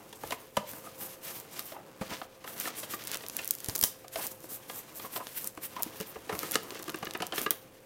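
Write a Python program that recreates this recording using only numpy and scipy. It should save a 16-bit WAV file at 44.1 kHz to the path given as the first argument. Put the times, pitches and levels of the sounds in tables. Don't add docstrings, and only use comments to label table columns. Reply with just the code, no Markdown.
import sys
import numpy as np
from scipy import signal
from scipy.fft import rfft, irfft, next_fast_len
from scipy.io import wavfile
from scipy.ndimage import uniform_filter1d

SR = 44100
rng = np.random.default_rng(int(sys.argv[2]) if len(sys.argv) > 2 else 0)


def int16_out(signal):
    q = np.round(np.clip(np.atleast_2d(signal).T, -1, 1) * 32767)
    wavfile.write(sys.argv[1], SR, q.astype(np.int16))


N = 346185
STRIKE_S = 0.03

# frequency in Hz, relative level in dB.
CREASE_SPECTRUM = [(60, -29), (200, -12), (1000, -17.5), (2500, -15), (4000, -9.5), (6000, -3), (9000, -3),
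                   (13000, 1), (17000, -2.5)]
# frequency in Hz, relative level in dB.
SCRAPE_SPECTRUM = [(800, -4), (1800, 3), (3000, -1), (4500, -1), (7000, -7), (11000, -8.5), (16000, -19)]


def sliding():
    # frequency in Hz, relative level in dB.
    hiss_spectrum = [(1500, -35), (3500, -9), (6000, -1), (9000, 3), (12500, 5), (14700, 8), (17000, -22)]
    rasp_spectrum = [(700, -15.5), (1600, -1.5), (2800, -2), (4000, -4.5), (6000, -5.5), (10000, -17.5)]
    rub_spectrum = [(40, -21), (120, -0.5), (300, 1), (600, -3.5), (1100, -4.5), (1800, -14), (3500, -19)]
    hiss_db, rasp_db, rub_db, sheen_db = contact()
    grip_db = 2.5 * walk(70) + 0.55 * walk(330)
    brightness = np.clip(.5 + 0.043 * (hiss_db + 51.5) + 0.19 * walk(13), .05, .95)
    bright, dull = (unit(colour(slips(8000, 2.6), hiss_spectrum, tilt)) for tilt in (5, -5))
    blend = np.sqrt(brightness) * bright + np.sqrt(1 - brightness) * dull
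    hiss = shimmer(blend, sheen_db) * undb(hiss_db + grip_db - 1.5)
    creases = unit(colour(slips(110, 4.5), CREASE_SPECTRUM)) * undb(0.63 * hiss_db - 29.5)
    grain = slips(4000, 2.6)
    taut_film = undb(-24.5) * unit(ring(grain, hz=3160, width_hz=430))
    rasp = unit(colour(grain, rasp_spectrum)) + taut_film
    rasp *= undb(rasp_db + grip_db + 2.4 * walk(25) + 0.36)
    drag = slips(900, 2.3) * undb(2.4 * walk(35))
    hum = unit(box(drag)) * undb(rub_db - 7.5)
    rub = unit(colour(slips(1500, 2.9), rub_spectrum)) * undb(rub_db - 1.5)
    return hiss + creases + rasp + hum + rub


def contact():
    # time in seconds, then hiss, rasp and rub in dB.
    hold = [(0, -63.5, -63, -55), (0.52, -63.5, -67, -65), (0.8, -58, -62, -55), (1.7, -62, -61, -57),
            (1.88, -79, -65, -55), (2.42, -68, -65, -61.5), (2.5, -66, -59, -50.5),
            (2.98, -55, -53.5, -52.5), (3.22, -55, -58.5, -54.5), (3.4, -52, -56, -54),
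            (3.58, -55, -60, -57), (3.8, -57, -61, -53.5), (4.05, -61.5, -66, -66),
            (4.38, -57.5, -65.5, -57.5), (4.88, -59.5, -61, -54.5), (5.3, -50.5, -56.5, -60),
            (5.54, -62, -67, -61), (6.24, -61, -61.5, -53.5), (6.42, -46, -55, -46.5),
            (6.62, -59, -57.5, -50.5), (7.3, -65, -59, -52.5), (7.84, -68, -71, -64)]
    # start and length in seconds, hiss in dB, swell from start
    # to end in dB, rasp over hiss in dB, sheen in dB.
    strokes = [(0.125, 0.05, -56.5, 11, -28, -4), (0.182, 0.16, -50.5, 3, -7.5, 2),
               (0.37, 0.09, -54.5, -8.5, -9, 2), (0.664, 0.12, -48.5, 2, -8, 3),
               (0.816, 0.052, -49, 1, -7, -1), (0.975, 0.18, -45.5, -17, -9.5, 0),
               (1.22, 0.19, -45.5, 0, -6, 1), (1.495, 0.11, -47.5, 7, -7.5, -3),
               (1.625, 0.13, -51.5, -12, -20, 4), (1.99, 0.12, -56.5, 3, 1, 1.5),
               (2.076, 0.17, -53.5, -9, 0.5, -1), (2.458, 0.14, -46.5, -4, -7.5, 2),
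               (2.572, 0.11, -40, -1.5, -7, -1), (2.75, 0.095, -41, -6, -9.5, -3),
               (2.871, 0.075, -43.5, 8, -9.5, -2), (3.068, 0.077, -50.5, 0, 2.5, 2),
               (3.332, 0.083, -46.5, 0, -2.5, -13), (3.62, 0.11, -53, 5, -7, 0),
               (3.71, 0.2, -47, -4, -16, -6), (4.11, 0.15, -40, 8.5, -9.5, -1.5),
               (4.295, 0.022, -43, 9, -16, -2), (4.419, 0.021, -47, 5, -24, -2),
               (4.482, 0.068, -40, 2, -12.5, 3), (4.664, 0.13, -46, 10, -14, 0.5),
               (4.936, 0.086, -45.5, -11, -21, 2), (5.008, 0.049, -47, 5, -3.5, 2),
               (5.113, 0.061, -41, -2, -11.5, 3), (5.336, 0.047, -37, 0.5, -9.5, 4),
               (5.377, 0.097, -43.5, 6.5, -9.5, -3), (5.605, 0.049, -40, 3, -9, 3),
               (5.687, 0.34, -55.5, 4.5, -0.5, 2.5), (6.061, 0.038, -43.5, -4, -25, 11),
               (6.367, 0.18, -50.5, 12, -0.5, -10), (6.635, 0.098, -54.5, 11, -8, 2),
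               (7.329, 0.12, -40, -1, -8, 1)]
    attack_s, release_s = 0.03, 0.015
    times, *held = np.transpose(hold)
    hiss, rasp, rub = (undb(np.interp(np.arange(N) / SR, times, db)) ** 2 for db in held)
    sheen = np.zeros(N)
    for start, length, db, swell_db, rasp_db, sheen_db in strokes:
        t = np.arange(int((length + 6 * release_s) * SR)) / SR
        shape = np.minimum(t / attack_s, 1) * np.exp(-np.maximum(t - length, 0) / release_s)
        shape *= undb(swell_db * (np.minimum(t / length, 1) - .5))
        power = (shape * undb(db)) ** 2
        rub_db = -52 + 0.33 * (db + rasp_db + 50)
        add(hiss, start, power)
        add(sheen, start, sheen_db * power)
        add(rasp, start, power * undb(rasp_db) ** 2)
        add(rub, start, (shape * undb(rub_db)) ** 2)
    return (*10 * np.log10([hiss, rasp, rub]), sheen / hiss)


def slips(per_s, spread_db):
    strength = undb(spread_db * np.minimum(rng.exponential(size=N), 5))
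    return unit((rng.random(N) < per_s / SR) * strength * rng.choice([-1, 1], N))


def shimmer(hiss, sheen_db, wander_db=1.35):
    bands_hz = [3000, 5500, 7500, 9500, 11500, 13500, 15500]
    size = next_fast_len(N)
    spectrum, hz = rfft(hiss, size), np.fft.rfftfreq(size, 1 / SR)
    out = np.zeros(N)
    for k, weights in enumerate(np.eye(len(bands_hz))):
        band = irfft(spectrum * np.interp(hz, bands_hz, weights), size)[:N]
        out += band * undb(wander_db * walk(25) + sheen_db * (k - 4) / 4)
    return out


def snaps(size=4096, flip_ms=0.078):
    # start in seconds, level over 1 ms in dB, treble in dB, decay in ms.
    rips = [(1.5941, -25.5, 9, 0.4), (3.6858, -21.5, -2, 1.3), (3.826, -21, 4.5, 0.4), (3.8382, -7, 6, 1),
            (6.556, -17.5, -20, 0.53), (7.5075, -10, 16, 0.35)]
    # start in seconds, level over 1 ms in dB, treble in dB.
    flips = [(1.4006, -32, 10), (2.6007, -21.5, 6), (2.8011, -34, 0), (3.0393, -35, 6), (3.0515, -35, 5),
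             (3.073, -27, -7), (3.0795, -31, 2), (3.1163, -24.5, -2), (3.145, -25, -10), (3.1558, -31, -6),
             (3.1603, -36, 2), (3.1718, -29, 2), (3.2647, -34, -9), (3.285, -28, 7), (3.2985, -29.5, -14),
             (3.3675, -20, 6), (3.418, -35, 12), (3.4459, -26, 13), (3.456, -33, 7), (3.477, -22, 8),
             (3.49, -33, 0), (3.5089, -12.5, 6), (3.5387, -33, 7), (3.5517, -29.5, 3), (3.5863, -38, -3),
             (3.6039, -34, -6), (3.645, -27.5, 3), (3.661, -31, -4), (3.697, -27.5, -16), (3.7517, -27, -5),
             (3.755, -21, -2), (3.761, -20, 1), (3.7778, -30, 14), (3.7803, -29, 3), (3.7915, -19, 25),
             (3.8126, -16, 3.5), (3.829, -19.5, -9), (3.847, -21, 12), (4.082, -38, -10), (4.2679, -24, 11),
             (4.273, -27.5, 5), (5.27, -31, -24), (5.4443, -26.5, 8), (5.474, -20, 10), (5.8238, -18, 21),
             (5.8325, -18, 4), (6.0016, -29, 8), (6.0112, -30, -2.5), (6.3914, -23, 3), (6.512, -25, -3),
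             (6.519, -21, 12), (6.5449, -25, -2), (6.6334, -37, 10), (6.7064, -31.5, -28),
             (6.7477, -38, -9), (6.793, -37, 5), (6.8263, -33.5, 4), (6.83, -36, -14), (6.8418, -37, -3),
             (6.921, -42, -6), (6.9595, -36, 5), (6.8952, -30, -28), (6.9006, -32, -4), (6.9883, -35, 16),
             (7.0489, -32, 19), (7.055, -34, -22), (7.079, -43, 10), (7.1096, -31, -21), (7.1372, -33, -12),
             (7.1755, -36, 10), (7.2679, -28.5, 0), (7.275, -43, -7), (7.36, -29, 0), (7.4165, -24, 8)]
    out, t = np.zeros(N), np.arange(size) / SR
    for start, db, treble_db, ms in list(rips) + [(*row, flip_ms) for row in flips]:
        run = 0.14 * np.exp(-t * 1000 / ms) + undb(-21.5) * np.exp(-t / 0.0021)
        flap = ms * undb(-31) * np.exp(-t / 0.029)
        releases = rng.standard_normal(size) * (run + flap)
        releases[0] = 1
        snap = colour(releases, CREASE_SPECTRUM, treble_db - 3.5)
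        add(out, start, undb(db) * unit(snap, seconds=0.001))
    return out


def knocks(size=8192):
    # start in seconds, level in dB, panel ring in Hz, its share
    # from 0 to 1, contact in ms, scrape in dB, scrape treble in dB, ring of the plucked film in Hz.
    strikes = [(0.127, -53.5, 560, 0, 1.7, -53, 6, 3380), (0.235, -41.5, 867, 0.27, 0.92, -54, 8, 1530),
               (0.307, -43.5, 590, 0.85, 1, -44.5, -2, 2960), (0.32, -36.5, 1005, 0.2, 3.2, -42.5, 3, 2180),
               (0.5681, -32, 985, 0.4, 1.9, -38.5, 6.5, 3030), (0.733, -50.5, 277, 0.42, 1, -54, 13, 1490),
               (1.591, -52, 1195, 0.8, 1.4, -49, 2, 3720), (1.72, -48, 604, 0.7, 2.3, -56, -11, 3100),
               (2.011, -39, 525, 0.42, 6.5, -50.5, 5, 2020), (2.11, -41, 990, 0.1, 11.3, -61, 5, 1550),
               (2.215, -41.5, 985, 0.17, 1.7, -51, -23, 3030), (2.441, -46.5, 1170, 0, 3.1, -55.5, 8, 1810),
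               (2.476, -49.5, 1300, 0.4, 0.97, -51, -22, 1580),
               (2.654, -43.5, 1780, 0.46, 1.5, -49, -1, 1960), (2.83, -45.5, 608, 0.6, 4, -48, -3, 3180),
               (2.936, -46, 1900, 0.85, 1.7, -64, -11, 1880), (3.151, -47, 3080, 0.3, 1.8, -47, -10, 2660),
               (3.207, -56, 1910, 0.3, 0.8, -56.5, -10, 3100), (3.236, -49, 1160, 0.2, 1.7, -54, -19, 2440),
               (3.388, -44, 2740, 0.8, 2.6, -43.5, -6, 2520), (3.685, -41, 285, 0.6, 0.58, -59, 0, 3900),
               (3.751, -50, 544, 0, 2.2, -51, 3, 3800), (3.836, -42.5, 1070, 0.08, 1.8, -38, -4, 3000),
               (4.043, -52, 725, 0.3, 2.6, -66, 4, 1630), (4.157, -38.5, 662, 0.92, 1.5, -44, -2, 1654),
               (4.441, -51, 340, 0.55, 1.4, -74, 0, 3200), (4.697, -46.5, 1660, 0.15, 1.6, -48.5, 1, 3270),
               (4.996, -50, 453, 0.15, 1.8, -52.5, 0, 3230), (5.16, -39.5, 1036, 0.24, 3.2, -47, -5, 2900),
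               (5.574, -45.5, 306, 0.24, 1.3, -57, 7, 2830),
               (5.764, -41.5, 1010, 0.88, 2.4, -52, -15, 2880),
               (5.858, -47.5, 318, 0.84, 4.8, -69, 2, 2040), (6.002, -41.5, 427, 0.53, 3.6, -47, 6, 2740),
               (6.156, -44.5, 442, 0.27, 4, -74, -4, 1800), (6.293, -37, 427, 0.3, 3.7, -45.5, -5, 1730),
               (6.325, -44, 1350, 0.4, 2.7, -49, 3, 2110), (6.35, -47, 1100, 0.3, 1.8, -48.5, 11, 2000),
               (6.43, -40, 1250, 0.27, 1.2, -44, 14, 1730), (6.72, -47.5, 395, 1, 1.5, -59, 0, 2000),
               (6.754, -49, 478, 0.6, 1.1, -55.5, -12, 1680),
               (6.796, -48.5, 363, 0.65, 1.7, -55, 5.5, 1660), (6.894, -46, 1410, 0.25, 0.73, -50, 4, 3000),
               (7.026, -38.5, 747, 0.2, 3.2, -49.5, -3, 2950), (7.152, -42, 750, 0.2, 2, -50, -16, 2230),
               (7.202, -39.5, 710, 0.1, 2.2, -49.5, -0.5, 1620),
               (7.221, -37.5, 3080, 0.25, 1, -41.5, 3, 2900), (7.228, -39, 736, 0.7, 1.5, -56, -8, 1490),
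               (7.323, -42, 3050, 0.2, 0.57, -43, -14, 3030), (7.332, -44, 740, 0.2, 2.5, -58, -10, 1750),
               (7.408, -44, 387, 0.5, 1.5, -58, 0, 2670), (7.507, -42, 626, 0.4, 1.1, -40, -7, 3200)]
    out, t = np.zeros(N), np.arange(size) / SR
    for start, db, panel_hz, share, contact_ms, scrape_db, treble_db, film_hz in strikes:
        age = t * 1000 / contact_ms
        push = age * np.exp(-age) + undb(-15) * np.exp(-t / 0.012)
        force, grit = rng.standard_normal((2, size)) * push
        grip_shift = 1 + 0.028 * rng.standard_normal()
        shell = unit(box(force, grip_shift), STRIKE_S)
        panel = unit(swing(push, panel_hz, decay_s=0.0018), STRIKE_S)
        add(out, start, undb(db) * (np.sqrt(1 - share) * shell + np.sqrt(share) * panel))
        scrape = unit(colour(grit, SCRAPE_SPECTRUM, treble_db), STRIKE_S)
        twang = unit(ring(grit, film_hz, width_hz=180), STRIKE_S)
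        add(out, start, undb(scrape_db) * (1.04 * scrape + 0.49 * twang))
    return out


def pops(size=8192):
    # start in seconds, wall ring in dB, lowest mode in Hz,
    # mode tilt in dB per octave, air ring in dB and in Hz, push in ms, scrape in dB, its treble in dB.
    buckles = [(0.5708, -38.5, 1260, -12, -33.5, 607, 1.13, -42.5, 3),
               (2.936, -43.5, 1178, -11, -47, 328, 1.7, -45, -9),
               (6.555, -32.5, 1244, 1, -38, 450, 0.79, -35.5, 8),
               (6.879, -47, 1186, -5, -43.5, 347, 2, -48, 6),
               (6.943, -43.5, 1166, -2, -42, 344, 1.6, -47, -1),
               (7.068, -43.5, 1240, -2, -45, 353, 1.6, -47, -18),
               (7.149, -43.5, 1258, -2, -44.5, 364, 1.6, -45, -17),
               (7.38, -42, 1320, 2, -42, 398, 1.1, -38, -5),
               (7.462, -33.5, 1201, 0, -41.5, 426, 1.8, -40, -17)]
    # ratio to the lowest, relative level in dB, decay in seconds.
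    wall_modes = [(1, 0.5, 0.0032), (1.37, -2.5, 0.0034), (1.76, -12, 0.003), (2.35, -2.5, 0.00086),
                  (3.27, -16, 0.002)]
    out, t = np.zeros(N), np.arange(size) / SR
    for start, db, wall_hz, tilt_db, air_db, air_hz, push_ms, scrape_db, treble_db in buckles:
        age = t * 1000 / push_ms
        push = age * np.exp(-age)
        force, grit = rng.standard_normal((2, size)) * (push + undb(-15) * np.exp(-t / 0.01))
        wall = sum(undb(mode_db + tilt_db * np.log2(ratio)) * unit(swing(push, wall_hz * ratio, decay_s))
                   for ratio, mode_db, decay_s in wall_modes)
        shell = undb(-4.5) * unit(box(force), STRIKE_S)
        add(out, start, undb(db) * (unit(wall, STRIKE_S) + shell))
        air = unit(swing(push, air_hz, decay_s=0.0039), STRIKE_S)
        recoil = undb(-11.5) * unit(swing(push, hz=153, decay_s=0.011), STRIKE_S)
        add(out, start, undb(air_db) * (air + recoil))
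        add(out, start, undb(scrape_db) * unit(colour(grit, SCRAPE_SPECTRUM, treble_db), STRIKE_S))
    return out


def jolts(size=6000):
    # start in seconds, starting level in dB, pitch in Hz, decay in seconds.
    bounces = [(0.238, -48.5, 133, 0.052), (0.255, -48, 75, 0.041), (0.574, -33, 204, 0.015),
               (2.013, -25.5, 201, 0.006), (2.112, -36, 202, 0.0076), (2.115, -45, 80, 0.016),
               (3.6862, -25, 106, 0.0053), (3.829, -32, 85.4, 0.0066), (3.838, -30.5, 205, 0.0025),
               (5.574, -48, 90, 0.0091), (5.861, -37, 237, 0.013), (6.003, -34.5, 186, 0.012),
               (6.165, -49, 70, 0.035), (6.328, -34, 187, 0.011), (6.335, -44, 78, 0.023),
               (7.028, -39, 164, 0.01), (7.204, -37, 175, 0.014), (7.41, -40, 248, 0.023)]
    out, t = np.zeros(N), np.arange(size) / SR
    for start, db, hz, decay_s in bounces:
        add(out, start, -undb(db) * np.sin(2 * np.pi * hz * t) * np.exp(-t / decay_s))
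    return out


def squeaks():
    # start and length in seconds, level in dB,
    # first and last rate in Hz, waver as a share of the rate.
    judders = [(0.841, 0.051, -49.5, 1230, 1204, 0.073), (1.718, 0.11, -49.5, 898, 706, 0.196),
               (2.667, 0.032, -40.5, 1290, 1100, 0.08), (4.161, 0.075, -46.5, 647, 653, 0.073),
               (4.185, 0.028, -43, 954, 910, 0.081), (4.234, 0.038, -51.5, 944, 784, 0.095),
               (5.043, 0.031, -44, 1056, 1010, 0.074), (5.17, 0.032, -46, 664, 654, 0.076),
               (5.198, 0.041, -42.5, 1017, 990, 0.048), (5.768, 0.059, -43.5, 1011, 990, 0.092)]
    out, waver, grip = np.zeros(N), walk(500), walk(220)
    for start, length, db, start_hz, end_hz, roughness in judders:
        span = np.arange(int(start * SR), int((start + length) * SR))
        progress = np.linspace(0, 1, len(span))
        hz = (start_hz + (end_hz - start_hz) * progress) * (1 + roughness * waver[span])
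        tone = np.sin(2 * np.pi * np.cumsum(hz) / SR)
        shell = undb(-4.5) * unit(box(rng.standard_normal(len(span))))
        shape = undb(4.3 * grip[span]) * np.sqrt(progress) * (1 - progress)
        add(out, start, undb(db) * unit((tone + shell) * shape))
    return out


def drags(width_hz=77):
    # start and length in seconds, level in dB, first and last pitch in Hz.
    palm_drags = [(6.299, 0.074, -41.5, 445, 290), (6.61, 0.14, -54, 410, 326),
                  (7.323, 0.05, -45, 397, 292), (7.388, 0.069, -49, 420, 280)]
    out, pole = np.zeros(N), np.exp(-np.pi * width_hz / SR)
    for start, length, db, start_hz, end_hz in palm_drags:
        progress = np.linspace(0, 1, int(length * SR))
        force, grit = rng.standard_normal((2, len(progress)))
        hz = start_hz + (end_hz - start_hz) * progress
        carrier = np.exp(2j * np.pi * np.cumsum(hz) / SR)
        groan = (carrier * signal.lfilter([1], [1, -pole], force / carrier)).real
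        shell = undb(-2.5) * unit(box(grit))
        shape = np.sqrt(progress) * (1 - progress)
        add(out, start, undb(db) * unit((unit(groan) + shell) * shape))
    return out


def box(force, grip_shift=1):
    # centre in Hz, width in Hz, gain in dB.
    modes = [(271, 71, -2), (370, 58, -2), (458, 63, 0), (572, 52, -3), (657, 77, -0.5), (770, 165, -1.5),
             (986, 82, -0.5), (1214, 183, -3.5), (1660, 290, -9.5), (2030, 290, -11.5), (2755, 250, -12)]
    return sum((-1) ** k * undb(db) * ring(force, hz * grip_shift, width_hz)
               for k, (hz, width_hz, db) in enumerate(modes))


def room(dry, desk_db, shelves_db, shelves_t60, walls_t60=0.416, desk_s=0.0083, size=18000):
    # frequency in Hz, gain in dB.
    wall_spectrum = [(100, -17.5), (600, -11), (1500, -14.5), (4000, -15), (16000, -22.5)]
    t = np.arange(size) / SR
    early, middle, late = rng.standard_normal((3, size))
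    desk = (t > desk_s) * np.exp(-np.abs(t - desk_s) / 0.002) * early
    build = np.clip(t / 0.017, 0, 1)
    shelves = diffuse(build * np.exp(-np.log(1000) * t / shelves_t60) * middle, bins=48)
    walls = diffuse(build * np.exp(-np.log(1000) * t / walls_t60) * late, bins=24)
    response = undb(desk_db) * unit(desk, 1 / SR) + undb(shelves_db) * unit(shelves, 1 / SR)
    response += colour(unit(walls, 1 / SR), wall_spectrum)
    return dry + signal.fftconvolve(dry, response)[:N]


def diffuse(tail, bins):
    spectrum = rfft(tail)
    local_level = np.sqrt(uniform_filter1d(np.abs(spectrum) ** 2, bins))
    return irfft(spectrum / local_level, len(tail)) * np.linspace(1, 0, len(tail))


def fan(air_db=-58, blade_hz=524, blade_db=-62.5):
    # frequency in Hz, relative level in dB.
    air_spectrum = [(25, -1), (60, -8), (120, 4.5), (190, -5), (300, 0.5), (480, 2), (700, -7), (1200, -14),
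                    (2500, -14), (5000, -31), (16000, -25.5)]
    air = unit(colour(rng.standard_normal(N), air_spectrum)) * undb(air_db + 0.2 * walk(8.4))
    tone = np.sin(2 * np.pi * np.cumsum(blade_hz + 0.29 * walk(1.515)) / SR)
    return air + undb(blade_db + 3.1 * walk(3.14)) * unit(tone)


def swing(push, hz, decay_s):
    t = np.arange(len(push)) / SR
    return signal.fftconvolve(push, np.exp(-t / decay_s))[:len(t)] * np.sin(2 * np.pi * hz * t)


def ring(x, hz, width_hz):
    return signal.lfilter(*signal.iirpeak(hz, hz / width_hz, fs=SR), x)


def colour(x, points, tilt_db=0, size=2048):
    hz, db = np.transpose(points)
    log_hz = np.log(np.maximum(np.fft.rfftfreq(size, 1 / SR), 1))
    slope = np.interp(log_hz, np.log([3500, 13000]), [-.5, .5])
    gain = undb(np.interp(log_hz, np.log(hz), db) + tilt_db * slope)
    cepstrum = irfft(np.log(gain))
    cepstrum[1:size // 2] *= 2
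    cepstrum[size // 2 + 1:] = 0
    return signal.fftconvolve(x, irfft(np.exp(rfft(cepstrum))))[:len(x)]


def walk(per_s):
    step = max(int(SR / per_s), 1)
    stairs = np.repeat(rng.standard_normal(N // step + 1), step)
    return 1.3 * uniform_filter1d(uniform_filter1d(stairs, step), step)[:N]


def undb(db):
    return 10 ** (np.asarray(db) / 20)


def unit(x, seconds=None):
    count = len(x) if seconds is None else seconds * SR
    return x / np.sqrt(np.sum(x ** 2) / count + 1e-20)


def add(out, start_s, sound):
    i = int(start_s * SR)
    out[i:i + len(sound)] += sound[:N - i]


def scene():
    handling = sliding() + drags() + squeaks() + knocks() + pops() + jolts()
    handling = room(handling, desk_db=-19, shelves_db=-15, shelves_t60=0.088)
    clicks = room(snaps(), desk_db=-20, shelves_db=-26, shelves_t60=0.13)
    return (handling + clicks + fan())[None]


def record(dry, low_hz=45, top_hz=16100):
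    thin = signal.sosfilt(signal.butter(1, low_hz, "high", fs=SR, output="sos"), dry)
    lowpass = signal.firwin(201, top_hz, fs=SR)
    return signal.fftconvolve(thin, lowpass[None], mode="same")


dry = scene()
out = record(dry)
int16_out(out)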